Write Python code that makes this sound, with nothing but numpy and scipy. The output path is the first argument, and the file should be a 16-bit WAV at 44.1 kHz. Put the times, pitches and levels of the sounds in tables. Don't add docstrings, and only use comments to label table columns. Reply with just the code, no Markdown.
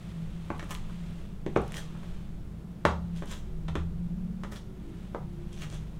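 import sys
import numpy as np
from scipy import signal
from scipy.fft import rfft, irfft
from scipy.io import wavfile
from scipy.ndimage import uniform_filter1d

SR = 44100
rng = np.random.default_rng(int(sys.argv[2]) if len(sys.argv) > 2 else 0)


def dump(signal):
    limited = np.clip(np.atleast_2d(signal).T, -1, 1)
    pcm = np.round(limited * 32767).astype(np.int16)
    wavfile.write(sys.argv[1], SR, pcm)


def attenuation_scalar(level_db):
    decades = np.asarray(level_db, float) / 20
    return 10 ** decades


N = 264159


def evened(x):
    return x / np.sqrt(np.mean(x ** 2) + 1e-20)


def read(points, hz):
    f, value = np.transpose(points)
    return np.interp(np.log(hz + 1), np.log(f + 1), value)


def add(mix, s, sound):
    part = mix[round(s * SR):][:len(sound)]
    part += sound[:len(part)]


def colour(x, spectrum):
    hz = np.fft.rfftfreq(len(x), 1 / SR)
    return evened(irfft(rfft(x) * attenuation_scalar(read(spectrum, hz)), len(x)))


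def drift(rate_hz):
    t = np.arange(0, N + 64, 64) / SR
    rates = np.geomspace(0.1, 1, 16)
    slow = 0
    for rate, phase in zip(rates * rate_hz, rng.random(16)):
        slow = slow + np.sin(2 * np.pi * (rate * t + phase)) / np.sqrt(rate)
    return np.interp(np.arange(N) / SR, t, evened(slow))


def swell(middle, length):
    away = np.clip((np.arange(N) / SR - middle) / length, -0.5, 0.5)
    return np.cos(np.pi * away) ** 2


def whistle(hz, width_hz, size=N):
    r = np.exp(-np.pi * width_hz / SR)
    slow = rng.standard_normal(size) + 1j * rng.standard_normal(size)
    for _ in range(2):
        slow = signal.lfilter([1 - r], [1, -r], slow)
    slow = slow / abs(slow) ** 0.43
    carrier = np.exp(2j * np.pi * np.cumsum(hz * np.ones(size)) / SR)
    return evened((slow * carrier).real)


# frequency in Hz, level in dB per Hz.
AIR_SPECTRUM = [(8.8, -40), (15, -12.5), (65, -11), (92, -14), (174, -3.5), (220, -16.5), (247, -19.5),
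                (340, -19), (512, -27.5), (1160, -36.5), (1260, -38.5), (1380, -36), (1600, -41.5),
                (3510, -49), (16000, -57.5)]


def air():
    return attenuation_scalar(-45) * colour(rng.standard_normal(N), AIR_SPECTRUM)


# time in seconds, level in dB.
HUM_LEVELS = [(0.0, -45), (0.2, -39), (0.85, -47), (1.12, -40), (1.3, -57), (1.53, -43), (2.4, -49),
              (2.59, -42), (2.76, -49), (3.17, -37.5), (3.42, -54.5), (3.7, -35.5), (4.1, -39.5),
              (4.7, -57), (5.99, -56)]


def hum():
    level = attenuation_scalar(np.interp(np.arange(N) / SR, *np.transpose(HUM_LEVELS)))
    return level * whistle(166.86 + 2.404 * drift(3), width_hz=8.2)


def rumble():
    return attenuation_scalar(-43.5 + 4.5 * drift(3.3)) * whistle(17, width_hz=27.4)


# frequency in Hz, bandwidth in Hz, level in dB.
DRONE_TONES = [(53.65, 9.6, -47), (108.3, 8.6, -53.5), (125.7, 9.7, -57), (206.3, 9.4, -52),
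               (81.1, 8.5, -55)]


def drones():
    return sum(attenuation_scalar(db) * whistle(hz, width_hz) for hz, width_hz, db in DRONE_TONES)


# middle in seconds, length in seconds, level in dB.
LEG_SWINGS = [
    (0.0, 1.2, -61),
    (0.614, 0.87, -61.5),
    (1.067, 0.8, -61),
    (1.7, 0.55, -59.5),
    (2.035, 0.78, -62),
    (3.267, 0.95, -72),
    (4.997, 0.56, -68.5),
    (5.67, 0.98, -67),
]
# frequency in Hz, level in dB per Hz.
LEATHER_SPECTRUM = [(290, -7), (500, -2), (729, -2.5), (861, -7.5), (1200, -2.5), (1440, -6), (3520, -6.5),
                    (4790, -15.5), (8480, -18), (14000, -32.5)]


def rustle():
    motion = attenuation_scalar(-69.5)
    for s, length, db in LEG_SWINGS:
        motion = motion + attenuation_scalar(db) * swell(s, length)
    unevenness = evened(uniform_filter1d(rng.standard_normal(N), 300))
    grain = rng.standard_normal(N) * attenuation_scalar(0.89 * unevenness)
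    return motion * colour(grain, LEATHER_SPECTRUM)


def ring(modes, detune, contact_ms):
    t = np.arange(SR // 8) / SR
    out = np.zeros(len(t))
    for (hz, db, t60), factor in zip(modes, detune):
        out += attenuation_scalar(db - 60 * t / t60) * np.sin(2 * np.pi * hz * factor * t)
    push = np.exp(-8 * (t[:200] * 1000 / contact_ms - 1) ** 2)
    out = np.convolve(out, push)[:len(t)]
    return out / abs(out).max()


def burst(grit, spectrum, decay_ms):
    t_ms = np.arange(len(grit)) * 1000 / SR
    shape = np.exp(-t_ms / decay_ms) * (1 - np.exp(-t_ms / 0.38))
    out = grit * shape
    for _ in range(4):
        z = rfft(out)
        out = colour(irfft(z / abs(z)), spectrum)
        limit = shape / shape.max() * abs(out).max()
        out = out * np.minimum(1, limit / (abs(out) + 1e-9))
    return out / abs(out).max()


# start in seconds, shoe knock in dB, board thud and heel tip in dB
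FOOT_BLOWS = [(0.5018, -24.5, -2, -24.5, 0.73), (0.5934, -39, -18, -1, 1.4),
              (0.626, -36.5, -2.5, -10.5, 0.81), (1.4622, -37.5, 13.5, -2.5, 0.87),
              (1.5612, -16.5, 0, -21.5, 1.08), (1.95, -47.5, -26, -17, 0.97), (2.03, -42, -20, -14, 0.69),
              (2.8505, -10.5, -13, -17, 1.64), (3.159, -56, 0, 5, 0.87), (3.221, -34, -2, -15, 1.05),
              (3.6827, -35, -6, -6, 0.78), (3.7528, -28, 1, -7.5, 0.924), (4.434, -36.5, -6.5, -6.5, 1.1),
              (4.446, -48, -14, -15, 0.82), (5.146, -27, -5.5, -21.5, 1.12), (5.62, -50.5, -15, 8, 0.87),
              (5.724, -45, -1.5, -19, 1.05)]
# frequency in Hz, level in dB, t60 in seconds.
BOARD_MODES = [(291, -1, 0.012), (350, -4.5, 0.014), (396, 8.5, 0.026), (474, -1.5, 0.077),
               (480, -9.5, 0.0098)]
# frequency in Hz, level in dB, t60 in seconds.
SOLE_MODES = [(686, -8.5, 0.019), (746, 1.5, 0.022), (912, 6, 0.013), (946, -1, 0.021), (1264, 3.5, 0.014),
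              (1522, 4, 0.012), (1900, -2, 0.0085)]
# frequency in Hz, level in dB.
TIP_SPECTRUM = [(1200, -9.5), (1900, 4.5), (2500, -2), (3500, -2.5), (4300, -12.5), (6000, -44)]
# frequency in Hz, level in dB.
GRIT_SPECTRUM = [(3300, -25), (4600, -1.5), (6200, 1), (8500, -6), (11000, -14.5), (16000, -31)]


def blows():
    out = np.zeros(N)
    spots = rng.uniform(0.86, 1.05, (len(FOOT_BLOWS), 2, len(SOLE_MODES)))
    grits = rng.standard_normal((len(FOOT_BLOWS), 2, 1024))
    push_ms = np.arange(88) * 1000 / SR
    air_push = np.exp(-0.5 * ((push_ms - 1) / 0.12) ** 2)
    for (s, db, thud_db, tip_db, pitch), spot, grit in zip(FOOT_BLOWS, spots, grits):
        knock = ring(SOLE_MODES, spot[0], contact_ms=0.42)
        thud = ring(BOARD_MODES, spot[1] * pitch, contact_ms=1.1)
        tick = burst(grit[0], TIP_SPECTRUM, decay_ms=2.6)
        snap = burst(grit[1], GRIT_SPECTRUM, decay_ms=3.2)
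        add(out, s + 0.00081, 0.5 * attenuation_scalar(db) * knock)
        add(out, s + 0.0016, attenuation_scalar(db) * knock)
        add(out, s + 0.0012, attenuation_scalar(db - 9.5) * air_push)
        add(out, s + 0.00044, attenuation_scalar(db + thud_db) * thud)
        add(out, s + 0.001225, attenuation_scalar(db + tip_db) * tick)
        add(out, s + 0.00073, attenuation_scalar(db + tip_db - 10.5) * snap)
    return signal.lfilter(*signal.butter(2, 150, "high", fs=SR), out)


# start in seconds, level in dB, frequency in Hz,
# t60 in seconds.
EDGE_RINGS = [(.503, -37, 2270, 0.022), (.503, -35.5, 1400, 0.026), (0.5958, -28, 1890, 0.02),
              (.897, -42, 1220, .04), (1.464, -49, 1530, 0.033), (1.463, -33.5, 680, .05),
              (1.463, -45, 6040, .015), (1.56, -26, 1988, .035), (1.949, -43, 1120, 0.043),
              (2.852, -20, 2220, 0.025), (2.852, -30, 3240, 0.016), (3.222, -52, 2300, .02),
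              (3.682, -35, 3230, 0.029), (3.754, -34, 2500, .025), (3.754, -37.5, 800, .04),
              (4.435, -38, 990, 0.034), (4.435, -44, 2640, 0.022), (5.621, -39, 2700, 0.017)]


def rings():
    out, t = np.zeros(N), np.arange(SR // 8) / SR
    spread = np.linspace(-1, 1, 6) + rng.uniform(-0.082, 0.069, (len(EDGE_RINGS), 6))
    for (s, db, hz, t60), row in zip(EDGE_RINGS, spread):
        mode_hz = hz * (1 + 0.194 * row[:, None])
        cluster = np.sin(2 * np.pi * mode_hz * t).mean(0)
        add(out, s, attenuation_scalar(db - 60 * t / t60) * cluster)
    return out


# start in seconds, level in dB, frequency in Hz,
# t60 in seconds.
JOIST_BOOMS = [
    (0.508, -36, 80, 0.53),
    (1.455, -27, 170, 0.076),
    (1.572, -26.5, 65.4, 0.32),
    (2.852, -26.5, 75.1, 0.87),
    (3.692, -27.5, 78.4, 0.37),
    (3.762, -25.5, 77.1, 0.83),
]


def booms():
    out, t = np.zeros(N), np.arange(SR) / SR
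    for s, db, hz, t60 in JOIST_BOOMS:
        onset = 1 - np.exp(-t / 0.013)
        add(out, s, attenuation_scalar(db - 60 * t / t60) * onset * np.sin(2 * np.pi * hz * t))
    return out


# start in seconds, level in dB, centre frequency in Hz.
SOLE_CRACKS = [(.581, -49, 8350), (0.628, -51, 7000), (.644, -49, 9500), (.691, -53, 10000),
               (0.704, -53, 11000), (0.7125, -33.5, 6960), (.707, -40, 10000), (0.722, -41, 7500),
               (0.728, -46, 8000), (0.745, -42, 10000), (.7505, -34, 2780), (0.7503, -42, 7000),
               (1.574, -42, 5760), (1.618, -48, 8950), (1.680, -45, 9050), (1.7217, -38, 7900),
               (1.7425, -43, 6040), (1.7213, -37.5, 2290), (1.7428, -34.5, 2500), (3.258, -47, 8000),
               (3.278, -46, 5170), (3.311, -43, 4060), (3.336, -41, 3000), (4.5215, -44, 5500),
               (5.53, -43.5, 7580), (5.577, -42.5, 2500), (5.621, -45, 3950), (5.7015, -41, 6400),
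               (5.727, -46, 5920), (5.744, -46, 7000)]


def cracks():
    out, t = np.zeros(N), np.arange(128) / SR
    grits = rng.standard_normal((len(SOLE_CRACKS), len(t))) * np.exp(-t / 0.00016)
    bins_hz = np.fft.rfftfreq(256, 1 / SR)
    for (s, db, hz), grit in zip(SOLE_CRACKS, grits):
        band = np.exp(-2 * ((bins_hz / hz - 1) / 0.75) ** 2)
        snap = irfft(rfft(np.pad(grit, 64)) * band)
        add(out, s - 64 / SR, attenuation_scalar(db) * snap / abs(snap).max())
    return out


# peak in seconds, level in dB, swell in seconds, fade in seconds,
# body of the shoe in dB against the level.
SOLE_SCUFFS = [
    (0.715, -44, 0.055, 0.067, 5.5),
    (1.772, -42, 0.075, 0.062, 1.5),
    (3.164, -52.5, 0.022, .12, -5),
    (3.314, -45, 0.094, 0.11, 1),
    (4.523, -46, 0.02, 0.043, 6),
    (4.565, -46.5, 0.031, 0.025, -2),
    (5.53, -54.5, 0.023, 0.22, -8),
    (5.624, -44.5, 0.062, 0.035, 0),
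    (5.742, -51.5, 0.13, 0.098, -4),
]
# frequency in Hz, level in dB per Hz.
SCUFF_SPECTRUM = [(1200, -50), (1900, -8.5), (3300, 1), (4600, -11), (6200, -5), (8200, -10.5),
                  (11000, -18.5), (15500, -44)]


def scuffs():
    unevenness = evened(uniform_filter1d(rng.standard_normal(N), 60))
    slips = rng.standard_normal(N) * attenuation_scalar(5.5 * unevenness)
    hiss = colour(slips, SCUFF_SPECTRUM)
    body = colour(slips, [(400, -3), (650, -4.5), (1250, -4.5), (1900, -5.5), (2500, -25.5)])
    out, t = np.zeros(N), np.arange(N) / SR
    for s, db, swell_s, fade_s, body_db in SOLE_SCUFFS:
        away = np.maximum((s - t) / swell_s, (t - s) / fade_s)
        out += attenuation_scalar(db - 30 * away) * (hiss + attenuation_scalar(body_db) * body)
    return out


# start in seconds, length in seconds, starting frequency in Hz,
# climb in Hz per second, level in dB.
ENGINE_ORDERS = [(3.7, .95, 170, 16, -38.5), (3.7, 1.1, 204, 22, -46), (4.8, 1.7, 138, 18, -45),
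                 (4.85, 1.1, 184, 27, -52), (4.8, .75, 177, 4, -46), (5.15, .55, 344, 17, -53.5),
                 (3.3, .4, 368, 10, -57), (4.5, .45, 375, 5, -54), (4.65, .45, 329, 10, -54),
                 (4.75, .4, 392, 5, -57), (4.6, .5, 281, 5, -56)]


def engine():
    out, t = np.zeros(N), np.arange(2 * SR) / SR
    for s, length, hz, climb, db in ENGINE_ORDERS:
        order = whistle(hz + climb * t, 3.7, size=len(t))
        add(out, s, attenuation_scalar(db) * swell(length / 2, length)[:len(t)] * order)
    return out


# frequency in Hz, t60 in seconds.
ROOM_DECAY = [(100, 0.48), (260, 0.14), (700, 0.37), (1840, 0.24), (4000, 0.3), (6500, 0.31), (12000, 0.2)]
# delay in seconds, level in dB.
EARLY_ECHOES = [(0.002293, -11.5), (0.001675, -14), (.0042, -6.5), (.0102, -8), (0.016, -13.5),
                (.0120, -10), (0.011, -16), (0.014, -52), (0.035, -17.5)]


def room(x, tail_db):
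    early, out = np.zeros(SR // 20), np.zeros(N)
    for k, (s, db) in enumerate(EARLY_ECHOES):
        early[round(s * SR)] = attenuation_scalar(db) * (-1) ** (k + 1)
    early = signal.lfilter([0.3], [1, -0.7], early)
    for k in range(3):
        taps = np.zeros(SR // 2)
        at = np.arange(150, len(taps) - 20, 20)
        taps[at + rng.integers(0, 20, len(at))] = rng.choice([-1.0, 1.0], len(at))
        hz, t, z = signal.stft(taps, SR, nperseg=256)
        decay = attenuation_scalar(-60 * t / read(ROOM_DECAY, hz)[:, None])
        tail = signal.istft(z * decay, SR, nperseg=256)[1]
        turn = np.cos(2 * np.pi * (np.arange(N) / SR * 0.8263 + k / 3)) * np.sqrt(2 / 3)
        out += signal.fftconvolve(x * turn, tail / np.linalg.norm(tail))[:N]
    return x + signal.fftconvolve(x, early)[:N] + attenuation_scalar(tail_db) * out


def scene():
    slips = cracks()
    steps = attenuation_scalar(4.5) * blows() + rings() + attenuation_scalar(-4) * scuffs() + 0.95 * slips
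    feet = room(steps, tail_db=-2.0) + slips
    background = air() + hum() + rumble() + drones() + engine()
    return (feet + booms() + attenuation_scalar(1.0) * rustle() + background)[None]


def band_limit(x):
    return signal.sosfilt(signal.butter(12, 16260, fs=SR, output="sos"), x)


def record(dry):
    limited = signal.oaconvolve(dry, signal.firwin(255, 15900, fs=SR)[None], "same")
    return band_limit(limited)


dry = scene()
out = record(dry)
dump(out)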